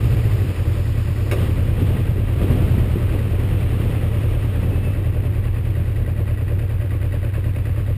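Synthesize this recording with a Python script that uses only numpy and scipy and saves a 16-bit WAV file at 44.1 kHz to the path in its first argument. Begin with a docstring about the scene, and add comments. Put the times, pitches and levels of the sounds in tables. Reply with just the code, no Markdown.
"""A four-cylinder motorcycle slows down, heard from the rider's helmet. First the revs fall to a lumpy
idle: uneven firings boom in the exhaust and loose gears rattle, over tyre noise and wind. At 1.3 s a
gear clunks in, a thin hiss dies away, and bumps thud until 3 s. Near 4.8 s the brake squeaks twice.
The tyres grow quieter as the bike slows to a crawl, and after 7 s the gear lever clicks.
Throughout, each sample is held at a low rate, which mirrors the sound into a thin treble fizz."""
import sys
import numpy as np
from scipy import signal
from scipy.fft import rfft, irfft, next_fast_len
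from scipy.io import wavfile
from scipy.ndimage import uniform_filter1d, map_coordinates

SR = 44100
rng = np.random.default_rng(int(sys.argv[2]) if len(sys.argv) > 2 else 0)


def unload_wav(signal):
    """Save mono or channel-first audio to the path in sys.argv[1] as 16-bit WAV at rate SR, clipped to [-1, 1]."""
    wavfile.write(
        sys.argv[1],
        SR,
        np.round(np.clip(np.atleast_2d(signal).T, -1, 1) * 32767).astype(np.int16),
    )


N = 351477
TIME = np.arange(N) / SR
IDLE_RPM = 1150
# how fast the engine turns (time [s], speed [rpm])
ENGINE_RPM = [(0.0, 1873.3), (0.3, 1626.4), (0.6, 1249.2), (0.85, 1169.0), (1.27, 1180.4), (1.71, 1204.4),
              (2.37, 1158.0), (2.69, 1200.5), (2.9, 1170.8), (4.22, 1162.8), (5.25, 1201.7), (5.53, 1135.7),
              (6.05, 1180.2), (6.22, 1142.8), (6.99, 1112.4), (7.97, 1152.9)]


def exhaust(puff_s=0.012, heat=0.048):
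    """Four unequal firings make the pipe boom at its own notes, and each lets out a puff of gas."""
    # one row a cylinder (place in the engine cycle [0-1], boom [dB], puff [dB])
    cylinders = [(0.98, -0.5, -6), (.24, 2.1, 1), (.485, 1.5, 2), (.69, -3, -9)]
    # notes of the pipe at idle (pitch [Hz], width [Hz], level [dB])
    pipe_notes = [(40.1, 16.7, -11), (89.84, 13.26, 0), (115.56, 14.06, -4), (166, 18.3, -24),
                  (248, 31, -31), (338.6, 43, -28)]
    # tone of a gas puff (frequency [Hz], level [dB])
    puff_tone = [(80, -25), (140, -1), (170, 3), (200, -13.5), (320, -2), (410, -12), (560, -3.5),
                 (700, -27), (1000, -29), (2000, -78)]
    firings = strokes([(place, db) for place, db, _ in cylinders], scatter_db=1.0, jitter_s=0.00021)
    gas = strokes([(place, db) for place, _, db in cylinders], scatter_db=1.4, jitter_s=0.0008)
    revs = curve(ENGINE_RPM) / IDLE_RPM
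    tuning = revs ** heat  # hotter gas at higher revs tunes the pipe up
    boom = np.zeros(N)
    for k, (hz, width, db) in enumerate(pipe_notes):  # neighbouring notes push the air opposite ways
        boom += (-1) ** k * amp(db) * resonate(firings, hz * tuning, width)
    boom /= np.sqrt(uniform_filter1d(boom ** 2, size=18400) + 1e-20)  # even out over four idle cycles
    boom_db = -18.5 + 3.8 * np.log2(revs) + .9 * speed_doublings()
    stumble_db = swells([(.54, 0.031, -11.5)])  # the engine stumbles once as the revs fall
    puffs = unit(colour(fade(gas, puff_s) * rng.standard_normal(N), puff_tone))
    return amp(boom_db + stumble_db) * boom + amp(roughness_db() - 42) * puffs


def gear_train(rattle_s=0.017, tick_s=0.0018, knock_s=0.0082):
    """Loose parts strike in every engine cycle: gears rattle, valves tick, clutch and pistons knock."""
    # gear teeth hitting as their slack closes (place in the cycle [0-1], strength [dB])
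    tooth_hits = [(.1, -8.5), (.135, 3), (.19, 0), (.28, -3), (.36, -2.5), (.44, -2.5), (.54, -5),
                  (.64, -9), (.75, -3), (.87, -10), (.98, -7)]
    # tone of the engine case (frequency [Hz], level [dB])
    case_tone = [(300, -15), (600, -4), (800, -5), (1100, 5.5), (1350, -0.5), (1600, 5), (2200, 2),
                 (2600, 4), (3200, -7), (4100, -13.5), (5000, -13.5), (5800, -33)]
    # valve ticks (place in the cycle [0-1], strength [dB])
    valve_hits = [(.088, 0), (.34, -10), (.64, -14), (.97, -9)]
    # notes they ring in the cylinder head (pitch [Hz], level [dB], time to fade 60 dB [s])
    head_notes = [(1565, -11, .05), (1930, 0, .06), (2600, -13, .03), (3733, -15, .05), (4627, -22, .05)]
    # dull knocks of clutch and pistons (place in the cycle [0-1], strength [dB])
    dull_hits = [(.11, -1.5), (.25, -1), (.39, -2.5), (.54, -5)]
    # notes they ring in the engine block (pitch [Hz], level [dB], time to fade 60 dB [s])
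    block_notes = [(280.4, 2, 0.083), (342, -1.5, 0.054), (474, 2, 0.065), (526, -4, 0.07),
                   (580, -2.5, 0.17)]
    teeth = strokes(tooth_hits, scatter_db=1.2, jitter_s=0.0017)
    bursts = fade(teeth, rattle_s) * rng.standard_normal(N)
    rattle = unit(colour(bursts * amp(1.9 * drift(450)), case_tone))
    ticks = strokes(valve_hits, scatter_db=1.5, jitter_s=0.00046)
    chatter = .03 * fade(ticks, tick_s) * rng.standard_normal(N)  # the valve bounces on its seat
    head = unit(signal.oaconvolve(ticks + chatter, ring(head_notes))[:N])
    knocks = strokes(dull_hits, scatter_db=0.0, jitter_s=0.00089)
    blows = fade(knocks, knock_s) * rng.standard_normal(N)
    block = unit(signal.oaconvolve(blows, ring(block_notes))[:N])
    return amp(roughness_db()) * (amp(-46) * rattle + amp(-51.8) * head + amp(-40.5) * block)


def tyres_and_wind(db_per_doubling=5.5):
    """Tyre roar and a hiss of chain and air follow speed and road surface; wind gusts on the helmet."""
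    # tones of the roar, the hiss and the wind, each (frequency [Hz], level [dB])
    roar_tone = [(70, -22), (140, 2), (180, -1.5), (240, -3.5), (340, -6.5), (490, -9), (680, -19.5),
                 (1000, -27), (2000, -66)]
    hiss_tone = [(400, -36), (700, -3.5), (950, -4), (1200, -0.5), (1500, -6), (2000, -5), (2600, -3),
                 (3200, -7), (4000, -14.5), (5000, -22.5), (5800, -11.5)]
    wind_tone = [(10, -18), (22, -5), (45, 6), (90, 2.5), (150, -5), (250, -22), (600, -50)]
    # coarse (+) and smooth (-) asphalt (middle [s], half-length [s], extra roar [dB], extra hiss [dB])
    patches = [(.9, .25, -4, -0.5), (1.434, 0.065, 7, 7), (1.92, 0.25, 3.5, 1.5), (2.2, 0.094, -1.5, -3.5),
               (2.52, 0.17, 7, 3), (3.498, 0.95, 3, 1), (4.72, 0.14, 4.5, 0.5), (5.2, .2, 3.5, -1),
               (6.2, .45, 3.5, -1.3)]
    # gusts of side wind (middle [s], half-length [s], extra level [dB])
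    gusts = [(.25, 0.25, 7), (1.87, 0.36, 9.5), (2.7, 0.39, 9.5), (4.3, 1.65, 5.5)]
    flutter = drift(35)  # shakes all three sounds together
    roar = unit(colour(rng.standard_normal(N), roar_tone) * amp(0.82 * flutter + 1.16 * drift(170)))
    hiss = unit(colour(rng.standard_normal(N), hiss_tone) * amp(0.82 * flutter + 0.72 * drift(400)))
    wind = unit(colour(rng.standard_normal(N), wind_tone) * amp(1.2 * flutter))
    speed_db = db_per_doubling * speed_doublings()
    roar_db = -32 + speed_db + swells((s, half_s, db) for s, half_s, db, _ in patches)
    hiss_db = -40 + speed_db + swells((s, half_s, db) for s, half_s, _, db in patches)
    wind_db = -32 + swells(gusts)
    return amp(roar_db) * roar + amp(hiss_db) * hiss + amp(wind_db) * wind


def gear_change(ring_db=4):
    """Gears lock together with a clash that rings in the casing and thumps through the drive."""
    # gear clunks, then lever clicks (time [s], clash [dB], fade time [s], thump [dB])
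    clunks = [(1.313, -21.5, 0.026, -32), (1.322, -22.5, 0.011, -14), (1.334, -28, 0.016, -12),
              (7.337, -38, 0.007, -42), (7.561, -34, 0.0075, -44), (7.654, -38, 0.013, -44)]
    # tone of the clash (frequency [Hz], level [dB])
    clash_tone = [(300, -4), (600, -4), (850, -9), (1100, 0.5), (1400, -10), (1650, -8), (2300, -13),
                  (2750, -3), (3100, -23), (3750, -7.5), (4400, -27), (5800, -7.5)]
    # bright casing notes and low drive notes, each (pitch [Hz], level [dB], time to fade 60 dB [s])
    casing_notes = [(1624, 1.5, 0.063), (2230, 8.5, 0.03), (2500, 3, 0.059), (2720, -22, 0.056),
                    (4040, -17, 0.11)]
    drive_notes = [(332, -21, 0.096), (381.7, 12.5, 0.17), (490, 2.5, 0.12), (574, 2.5, 0.081)]
    out, t = np.zeros(N), TIME[:SR // 4]
    casing, thump = ring(casing_notes), ring(drive_notes)
    for s, db, decay_s, thump_db in clunks:
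        clash = unit(colour(rng.standard_normal(len(t)), clash_tone)) * np.exp(-t / decay_s)
        add(out, s, amp(db) * (clash + amp(ring_db) * casing / abs(casing).max()))
        add(out, s, amp(thump_db) * thump / abs(thump).max())
    return out


def road_bumps(rise_s=0.00488, band_hz=(110, 380)):
    """Bumps in the road give short dull thuds."""
    # jolts from the road (time [s], peak level [dB])
    bumps = [(1.49, -18.5), (1.591, -23), (1.615, -30), (1.82, -14.5), (2.183, -18), (2.441, -18.5),
             (2.543, -16.5), (2.78, -9), (2.876, -20.5), (2.959, -14.5)]
    out, t = np.zeros(N), TIME[:SR // 10]
    dull = signal.butter(4, band_hz, "band", fs=SR, output="sos")
    for s, db in bumps:
        thud = signal.sosfilt(dull, rng.standard_normal(len(t)) * t * np.exp(-t / rise_s))
        add(out, s - rise_s, amp(db) * thud / abs(thud).max())
    return out


def brake(pitch_hz=2612, waver_hz=22):
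    """A brake pad sings faintly on the disc, its pitch unsteady."""
    # squeaks of the pad (time [s], level [dB], rise time [s], fade time [s])
    squeaks = [(4.72, -48, .012, .08), (4.853, -41.5, .018, .05)]
    turns = np.cumsum(pitch_hz + waver_hz * drift(90)) / SR
    level = sum(amp(db) * np.exp(-np.maximum((s - TIME) / rise_s, (TIME - s) / decay_s))
                for s, db, rise_s, decay_s in squeaks)
    return level * unit(np.sin(2 * np.pi * turns))


def thin_hiss(fade_from_s=1.44, fade_db_per_s=27):
    """A thin, slightly grainy hiss stays steady, then dies away once the gear is in."""
    # tone of the hiss (frequency [Hz], level [dB])
    hiss_tone = [(2500, -14), (3800, -3.5), (5000, 2), (5800, -4.5)]
    level_db = -48 - fade_db_per_s * np.maximum(TIME - fade_from_s, 0)
    grains = rng.standard_normal(N) * amp(1.2 * drift(300))
    return amp(level_db) * unit(colour(grains, hiss_tone))


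def roughness_db(calming_rpm=120):
    """Clatter and puffs grow louder as the revs sink, and swell briefly around 7.25 s as the rider looks down
    at the engine."""
    idling = np.exp((IDLE_RPM - curve(ENGINE_RPM)) / calming_rpm)
    return -2 + 1.62 * idling + swells([(7.25, 0.27, 2)])


def speed_doublings(cruise_kmh=20):
    """Road speed compared with cruising: +1 is twice as fast, -1 is half as fast."""
    # how fast the bike rolls (time [s], speed [km/h])
    road_speed = [(0, 28.6), (1.1, 19.2), (4.1, 22.6), (5.5, 10.8), (7.2, 7.1), (7.97, 9.4)]
    return np.log2(curve(road_speed) / cruise_kmh)


def strokes(pattern, scatter_db, jitter_s, start_place=.564):
    """Clicks at set places in every engine cycle, each a little off in time and strength."""
    cycles = start_place + np.cumsum(curve(ENGINE_RPM)) / (2 * 60 * SR)  # a cycle is two engine turns
    out = np.zeros(N)
    for place, db in pattern:
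        late, strong = rng.standard_normal((100, 2)).T
        times = np.interp(np.arange(len(late)) + place % 1, cycles, TIME, left=-1, right=-1)
        times += jitter_s * late
        heard = (times > 0) & (times < TIME[-1])
        out[(times[heard] * SR).astype(int)] += amp(db + scatter_db * strong[heard])
    return out


def resonate(x, hz, width):
    """Rings at a moving pitch: shift that pitch down to zero, smooth, and shift back."""
    turn = np.exp(2j * np.pi * np.cumsum(hz) / SR)
    decay = np.exp(-np.pi * width / SR)
    return 2 * (turn * signal.lfilter([1 - decay], [1, -decay], x / turn)).real


def ring(notes):
    """The ring of struck metal: a sum of dying pure tones."""
    t = TIME[:SR // 4]
    return sum(amp(db - 60 * t / max(ring_s, .005)) * np.sin(2 * np.pi * hz * t)
               for hz, db, ring_s in notes)


def colour(x, points):
    """Shapes the tone with a curve drawn through (frequency [Hz], level [dB]) points."""
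    hz, db = np.transpose(points)
    size = next_fast_len(len(x) + 4096)
    freqs = np.fft.rfftfreq(size, 1 / SR)
    gain = amp(np.interp(np.log(freqs + 1), np.log(hz + 1), db))
    return irfft(rfft(x, size) * gain, size)[:len(x)]


def fade(x, decay_s):
    """Gives each click a dying tail."""
    return signal.lfilter([1], [1, -np.exp(-1 / (SR * decay_s))], x)


def drift(per_s):
    """A smooth random wobble that changes about per_s times a second."""
    knots = rng.standard_normal(4096)
    return unit(map_coordinates(knots, [TIME * per_s], order=3, mode="wrap"))


def swells(rows):
    """Smooth rises and dips, one for each row of (middle [s], half-length [s], change [dB])."""
    return sum(db * np.exp(-((TIME - s) / half_s) ** 2) for s, half_s, db in rows)


def curve(rows):
    """A timed table's value at every sample."""
    return np.interp(TIME, *np.transpose(rows))


def add(mix, s, sound):
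    """Lays a sound into the mix at time s."""
    part = mix[round(s * SR):][:len(sound)]
    part += sound[:len(part)]


def amp(db):
    """Turns decibels into a gain."""
    return 10 ** (np.asarray(db) / 20)


def unit(x):
    """Scales a signal to an average (rms) level of 1."""
    return x / np.sqrt(np.mean(x ** 2) + 1e-20)


def scene():
    """Engine, road, gearbox and brake, mixed into one channel at the helmet."""
    mix = exhaust() + gear_train() + tyres_and_wind() + thin_hiss() + road_bumps() + gear_change()
    return (mix + brake())[None]


def record(dry, band_hz=5500, hold_hz=12000, top_hz=15330, ease_s=.004):
    """Cuts the treble, then holds each sample, which mirrors the sound around the hold rate as fizz."""
    eased = dry * np.minimum(np.minimum(TIME, TIME[::-1]) / ease_s, 1)
    narrow = signal.oaconvolve(eased, signal.firwin(121, band_hz, fs=SR)[None], "same")
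    mirrored = narrow * (1 + 2 * np.cos(2 * np.pi * hold_hz * TIME))
    droop = np.sinc(np.fft.rfftfreq(N, 1 / SR) / hold_hz)  # holding also softens the highs
    held = irfft(rfft(mirrored) * droop, N)
    top_cut = signal.firwin(801, top_hz, window=("kaiser", 9), fs=SR)
    return signal.oaconvolve(held, top_cut[None], "same")


dry = scene()
out = record(dry)
unload_wav(out)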